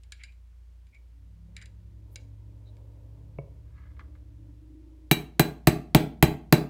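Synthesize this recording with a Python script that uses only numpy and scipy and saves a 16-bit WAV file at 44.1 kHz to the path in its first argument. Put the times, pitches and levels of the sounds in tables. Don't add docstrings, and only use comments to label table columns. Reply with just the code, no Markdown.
import sys
import numpy as np
from scipy import signal
from scipy.fft import rfft, irfft
from scipy.io import wavfile

SR = 44100
rng = np.random.default_rng(int(sys.argv[2]) if len(sys.argv) > 2 else 0)


def transcribe(u):
    v = np.clip(np.atleast_2d(u).T, -1, 1)
    q = np.round(v * 32767).astype(np.int16)
    wavfile.write(sys.argv[1], SR, q)


N = 295029

# (time [s], force [dB], bench sway [dB], ring [dB re RING_REF_DB], main ring pitch [Hz])
TAPS = [(5.1127, -4.5, -31, 6, 3906), (5.3954, -1.5, -20.5, 0, 3990), (5.6718, 1, -10, -4.5, 3970),
        (5.948, 3.5, -11, -4.5, 3916), (6.2260, 2, -6, -1.5, 3990), (6.5252, 3, -17.5, 1.5, 3940)]
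# (frequency [Hz], relative level [dB], t60 [s])
STEEL_MODES = [(1219, -26, 0.037), (1605, -19, 0.032), (1870, -12.5, 0.013), (2103, -19, 0.02),
               (2790, -21, 0.04), (4470, -28.5, .03), (6400, -40.5, .14), (7950, -32, 0.15),
               (9450, -35, 0.1), (11400, -41.5, .1), (12080, -22.5, 0.079), (12370, -26, 0.059),
               (15500, -23.5, 0.038)]
# (ratio to main ring [1], relative level [dB], t60 [s])
BENDING_MODES = [(.578, -11, 0.21), (.6, -0.5, 0.12), (1, 1.5, .14), (1.012, 1, 0.093)]
# (frequency [Hz], signed relative height [1], t60 [s])
BENCH_MODES = [(131.2, -0.55, 0.064), (165.2, 0.62, 0.058), (231, 0.066, 0.21), (277, 0.87, 0.016),
               (341.2, -0.34, 0.074), (414, -0.28, 0.053), (602.5, -0.093, 0.076), (734, 0.41, 0.018),
               (884.6, -0.075, 0.069)]
# (frequency [Hz], relative density [dB per Hz])
CRACK_SPECTRUM = [(400, 2), (1000, 3.5), (1700, 2), (3000, 2), (4300, 0), (5500, -11.5), (8500, -6.5),
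                  (12000, -3), (15500, 3.5), (17000, -23)]
# (frequency [Hz], relative density [dB per Hz])
CLATTER_SPECTRUM = [(400, -4), (800, 4), (1150, -0.5), (1700, 1), (2300, 3.5), (3100, -3), (4200, -5),
                    (5500, -7), (10000, -8), (14500, -8.5), (17000, -23)]
# (time [s], body level [dB], level of the snap [dB])
CLICKS = [(.0349, -56, -55), (.1212, -36, -36), (.2355, -35.5, -47), (.3218, -60, -73), (.8675, -62, -73),
          (.9459, -57, -72), (1.5659, -38, -41), (1.6153, -45, -54), (1.6240, -48, -50), (1.6577, -48, -48),
          (2.1586, -38, -36), (2.7677, -65, -69)]
# (frequency [Hz], width [Hz], relative level [dB])
HELD_MODES = [(1670, 130, -1), (2280, 240, 2), (2650, 300, -5), (3880, 240, -3), (4800, 260, -5),
              (7200, 400, -9), (9140, 300, -13)]
# (frequency [Hz], relative density [dB per Hz])
SNAP_SPECTRUM = [(300, -37), (1200, -16), (3500, 6), (5000, 3.5), (6400, 2), (7300, 5.5), (9300, 1),
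                 (10300, -13), (15500, -30)]
# (time of peak [s], peak level [dB], frequency [Hz], width [Hz])
FINGER_RUBS = [(.215, -56, 2200, 600), (.29, -63, 2400, 200), (.952, -57, 2300, 110),
               (1.585, -56, 1950, 500), (1.625, -55, 1950, 500), (2.135, -70, 13000, 4500),
               (2.68, -69, 3900, 250)]
# (time [s], level [dB])
SEATING = [(3.386, -31.5)]
# (frequency [Hz], relative level [dB], t60 [s])
BLOCK_MODES = [(138, 3, 0.13), (327, -8, 0.056), (420, -0.5, 0.049), (553, -3.5, 0.072), (660, -2.5, 0.041),
               (1004, -16, 0.043), (1250, -10.5, 0.013), (2244, -12.5, 0.046), (2680, -19.5, 0.021)]
# (time [s], level [dB])
SLIDE_LEVEL = [(3.661, -79), (3.74, -79), (3.78, -64), (3.84, -66), (3.92, -75), (3.96, -81)]
# (frequency [Hz], width [Hz], relative level [dB])
HAMMER_MODES = [(1034, 240, 4.5), (1205, 160, 12), (1680, 160, 13.5), (2020, 310, 9.5), (2620, 1000, -7)]
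# (time [s], level [dB])
BUMPS = [(3.966, -60.5), (3.993, -46), (4.0060, -53), (4.1512, -59.5)]
# (frequency [Hz], rise time [s])
ROOM_RISE = [(200, .11), (400, .015), (2500, .015), (5000, .055)]
# (frequency [Hz], t60 [s])
ROOM_T60 = [(100, .5), (250, .5), (800, .38), (2300, .33), (3200, .29), (5000, .29), (9000, .265),
            (14000, .235)]
# (frequency [Hz], level re wet level [dB])
ROOM_COLOUR = [(50, -7), (110, -4.5), (160, -5), (225, 3.5), (300, 0), (400, 0), (500, 3.5), (750, 2),
               (1150, 4), (1700, -1.5), (2300, .5), (3200, 4), (6000, 1), (14000, .5)]
# (delay [s], level [dB])
ECHOES = [(0.03, -26), (0.0554, -19.5), (0.0866, -23.5), (.1135, -30), (.143, -36.5)]
# (time [s], level before FIRING_DB [dB])
MOTOR_LEVEL = [(1.2, -59.5), (1.5, -55.5), (1.78, -54), (2.29, -49), (3.14, -53), (3.38, -52.5),
               (4.15, -58.5), (4.44, -51), (4.77, -64), (5.0, -71)]
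# (time [s], level [dB])
THROB_LEVEL = [(1.2, -67), (1.68, -54.5), (3.23, -62), (3.38, -53.5), (4.09, -46.5), (4.96, -77),
               (5.0, -67)]
# (frequency [Hz], width [Hz], level re firing tone [dB])
BOOMS = [(143, 6.5, -13.5), (164.5, 12.3, -2.5), (198, 10, -8.5), (257.3, 10, -18), (282.5, 7.8, -10.5),
         (313.7, 12, -21), (344, 8.5, -22.5)]
# (time [s], level [dB])
RUMBLE_CONTOUR = [(0.0, -83.5), (1.11, -82), (1.57, -73.5), (1.91, -76), (2.18, -69), (2.43, -72),
                  (2.78, -67.5), (5.05, -75.5)]
# (frequency [Hz], relative density [dB per Hz])
RUMBLE_SPECTRUM = [(60, -13), (90, 12.5), (180, -4.5), (230, -9), (320, -2), (400, -4), (600, -3.5),
                   (760, -18), (930, -10.5), (1300, -28.5), (2500, -40)]
# (frequency [Hz], level [dB])
HUM_TONES = [(58.3, -49.5), (87.4, -62), (175, -79.5)]
# (frequency [Hz], relative density [dB per Hz])
HISS_SPECTRUM = [(30, 5.5), (70, 21.5), (120, 10), (250, -1.5), (500, -11), (1000, -11.5), (2500, -13.5),
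                 (7000, -20.5), (12000, -24.5), (16000, -26.5)]

CRACK_DB, STRIKE_DB, TREBLE_DB = -6, 0.25, -3.07
CRACK_GROWTH, STRIKE_GROWTH, DULLING = 0.85, 0.45, 1.1
CLATTER_REL_DB, RING_REF_DB = -20, -28
THUMP_DELAY_S = 0.001966
CLICK_T60_S, RUB_SWELL_S = 0.013, 0.014
MOTOR_START_S, MOTOR_ATTACK_S, RUN_UP_S = 1.1, 0.099, 0.62
START_TURNS_PER_S, TOP_TURNS_PER_S, FIRING_DB = 31.0, 35.7, 1.5
WHIRR_PEAK_S, WHIRR_DB, WHIRR_FADE_DB_PER_S = 4.8, -55.5, 13.5
WHIRR_PEAK_HZ, WHIRR_RISE_HZ_PER_S = 308.5, 12
RUMBLE_TOP_DB, RUMBLE_SWING = -60, 1.2
DIP_S, DIP_DB, DIP_WIDTH_S = 0.935, 9, 0.025
CUTOFF_HZ = 15900


def hammer():
    out = np.zeros(N)
    for s, force_db, sway_db, ring_db, ring_hz in TAPS:
        add(out, s, steel_strike(force_db))
        add(out, s, from_db(ring_db + RING_REF_DB) * bending_ring(ring_hz))
        sway = from_db(sway_db) * ring(hz=66, t60_s=0.072)
        add(out, s + THUMP_DELAY_S, from_db(force_db) * bench_thump() - sway)
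    return out


def steel_strike(force_db):
    crack_db = CRACK_DB + CRACK_GROWTH * force_db
    crack = from_db(crack_db) * noise(CRACK_SPECTRUM, SR // 2) * fade(0.014)
    clatter = from_db(CLATTER_REL_DB) * noise(CLATTER_SPECTRUM, SR // 2) * fade(0.1)
    detune = rng.normal(1, 0.0012, len(STEEL_MODES))
    steel = 0
    for k, (hz, db, t60_s) in enumerate(STEEL_MODES):
        gain = from_db(db + rng.standard_normal())
        steel = steel + (-1) ** k * gain * ring(hz * detune[k], t60_s)
    strike = crack + from_db(STRIKE_DB + STRIKE_GROWTH * force_db) * (clatter + steel)
    return shelve_treble(strike, TREBLE_DB - DULLING * force_db, corner_hz=5100)


def bending_ring(main_hz):
    return sum(from_db(db) * ring(ratio * main_hz, t60_s) for ratio, db, t60_s in BENDING_MODES)


def bench_thump():
    strength = from_db(rng.normal(0, 0.8, len(BENCH_MODES)))
    detune = rng.normal(1, 0.012, len(BENCH_MODES))
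    thump = 0
    for (hz, height, t60_s), gain, shift in zip(BENCH_MODES, strength, detune):
        thump = thump + height * gain * ring(hz * shift, t60_s)
    return thump


def handling():
    return clicks() + finger_rubs() + seating() + hammer_bumps() + hammer_slide()


def clicks():
    out = np.zeros(N)
    for s, body_db, snap_db in CLICKS:
        damped = fade(CLICK_T60_S) + from_db(-11) * fade(0.097)
        body = resonant_noise(HELD_MODES, SR // 2) * damped
        snap = noise(SNAP_SPECTRUM, SR // 2) * fade(CLICK_T60_S)
        add(out, s, from_db(body_db) * body + from_db(snap_db) * snap)
    return out


def finger_rubs():
    out = np.zeros(N)
    for s, db, hz, width_hz in FINGER_RUBS:
        swell = np.exp(-0.5 * (age_s() / RUB_SWELL_S - np.pi) ** 2)
        friction = resonant_noise([(hz, width_hz, 0)], SR // 2)
        add(out, s - np.pi * RUB_SWELL_S, from_db(db) * swell * friction)
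    return out


def seating():
    out = np.zeros(N)
    for s, db in SEATING:
        knock = 0
        for k, (hz, mode_db, t60_s) in enumerate(BLOCK_MODES):
            knock = knock + (-1) ** k * from_db(db + mode_db) * ring(hz, t60_s)
        add(out, s, knock * np.minimum(age_s() / 0.00072, 1))
    return out


def hammer_bumps():
    out = np.zeros(N)
    for s, db in BUMPS:
        add(out, s, from_db(db) * resonant_noise(HAMMER_MODES, SR // 2) * fade(0.067))
    return out


def hammer_slide():
    level_db, = in_time(SLIDE_LEVEL)
    start_s, end_s = SLIDE_LEVEL[0][0], SLIDE_LEVEL[-1][0]
    sliding = (clock_s() > start_s) & (clock_s() < end_s)
    return sliding * from_db(level_db + 3.7 * waver(120)) * resonant_noise(HAMMER_MODES, N)


def room(x, wet_db, echo_hz):
    edges_hz, tail = np.geomspace(40, 17000, 24), 0
    for low, high in zip(edges_hz, edges_hz[1:]):
        bandpass = signal.butter(2, [low, high], "band", fs=SR, output="sos")
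        band = signal.sosfilt(bandpass, rng.standard_normal(SR))[-(SR // 2):]
        hz = np.sqrt(low * high)
        build_up = np.clip(age_s() / max(at_hz(ROOM_RISE, hz), 1e-3), 0, 1) ** 2
        shape = build_up * fade(at_hz(ROOM_T60, hz))
        power = np.mean(shape ** 2) * (high - low) / (SR / 2)
        gain = from_db(wet_db + at_hz(ROOM_COLOUR, hz)) * np.sqrt(power)
        tail = tail + gain * rms_one(band * shape)
    out = signal.fftconvolve(x, tail)[:N]
    dull = signal.sosfilt(signal.butter(1, echo_hz, fs=SR, output="sos"), x)
    for s, db in ECHOES:
        add(out, s, from_db(db) * dull)
    return out


def background():
    hiss = from_db(-64) * noise(HISS_SPECTRUM, N)
    return motor() + whirr() + rumble() + hum() + hiss


def motor():
    since_start_s = np.maximum(clock_s() - MOTOR_START_S, 0)
    speed_gap = (TOP_TURNS_PER_S - START_TURNS_PER_S) * np.exp(-since_start_s / RUN_UP_S)
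    turns_per_s = TOP_TURNS_PER_S - speed_gap
    level_db, = in_time(MOTOR_LEVEL)
    throb_db, = in_time(THROB_LEVEL)
    overtones = 0
    for order in range(4, 11):
        hz = order * turns_per_s
        gain = sum(from_db(db) / (1 + (2 * (hz - boom_hz) / width_hz) ** 2)
                   for boom_hz, width_hz, db in BOOMS)
        overtones = overtones + gain * wavering_tone(hz, rate_hz=4)
    firing = from_db(0.8 * waver(7.4)) * tone(3 * turns_per_s)
    drone = from_db(level_db + FIRING_DB) * (firing + overtones)
    throb = from_db(throb_db) * tone(2 * turns_per_s)
    return np.minimum(since_start_s / MOTOR_ATTACK_S, 1) * (drone + throb)


def whirr():
    since_peak_s = clock_s() - WHIRR_PEAK_S
    hz = WHIRR_PEAK_HZ + WHIRR_RISE_HZ_PER_S * since_peak_s
    level_db = WHIRR_DB - WHIRR_FADE_DB_PER_S * abs(since_peak_s)
    return from_db(level_db) * (from_db(-4.5) * tone(hz) + wavering_tone(hz, rate_hz=85))


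def rumble():
    contour_db, = in_time(RUMBLE_CONTOUR)
    level_db = RUMBLE_TOP_DB + RUMBLE_SWING * (contour_db - contour_db.max())
    return from_db(level_db + 1.6 * waver(10)) * noise(RUMBLE_SPECTRUM, N)


def hum():
    dip = np.exp(-0.5 * ((clock_s() - DIP_S) / DIP_WIDTH_S) ** 2)
    return from_db(-DIP_DB * dip) * sum(from_db(db) * tone(hz) for hz, db in HUM_TONES)


def from_db(db):
    return 10 ** (np.asarray(db) / 20)


def rms_one(x):
    return x / np.sqrt(np.mean(x ** 2) + 1e-20)


def clock_s():
    return np.arange(N) / SR


def age_s():
    return np.arange(SR // 2) / SR


def in_time(rows):
    s, *columns = np.transpose(rows)
    return [np.interp(clock_s(), s, column) for column in columns]


def at_hz(points, hz):
    point_hz, values = np.transpose(points)
    return np.interp(np.log(hz + 1e-9), np.log(point_hz), values)


def noise(spectrum, size):
    gain = from_db(at_hz(spectrum, np.fft.rfftfreq(size, 1 / SR)))
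    return rms_one(irfft(rfft(rng.standard_normal(size)) * gain, size))


def resonant_noise(modes, size):
    white, out = rng.standard_normal(size), 0
    for hz, width_hz, db in modes:
        b, a = signal.iirpeak(hz, hz / (1.5 * width_hz), fs=SR)
        once = signal.lfilter(b, a, white)
        out = out + from_db(db) * signal.lfilter(b, a, once)
    return rms_one(out)


def fade(t60_s):
    return np.exp(-np.log(1000) * age_s() / max(t60_s, 1e-3))


def ring(hz, t60_s):
    return np.sin(2 * np.pi * hz * age_s()) * fade(t60_s)


def waver(rate_hz):
    knots = rng.standard_normal(N // 100)
    return np.interp(clock_s() * rate_hz, np.arange(len(knots)), knots)


def tone(hz):
    return np.sqrt(2) * np.sin(2 * np.pi * np.cumsum(hz * np.ones(N)) / SR)


def wavering_tone(hz, rate_hz):
    phase = 2 * np.pi * np.cumsum(hz) / SR
    return waver(rate_hz) * np.cos(phase) + waver(rate_hz) * np.sin(phase)


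def shelve_treble(x, db, corner_hz):
    highpass = signal.butter(1, corner_hz, "high", fs=SR, output="sos")
    return x + (from_db(db) - 1) * signal.sosfilt(highpass, x)


def add(out, s, sound):
    start = max(round(s * SR), 0)
    out[start:start + len(sound)] += sound[:N - start]


def scene():
    near = hammer() + handling()
    reflections = room(near, wet_db=-43.5, echo_hz=500)
    return (near + reflections + background())[None]


def record(dry):
    squashed = dry / (1 + (dry / 0.6) ** 4) ** (1 / 4)
    lowpass = signal.ellip(10, 0.2, 80, CUTOFF_HZ, fs=SR, output="sos")
    return signal.sosfilt(lowpass, squashed)


dry = scene()
out = record(dry)
transcribe(out)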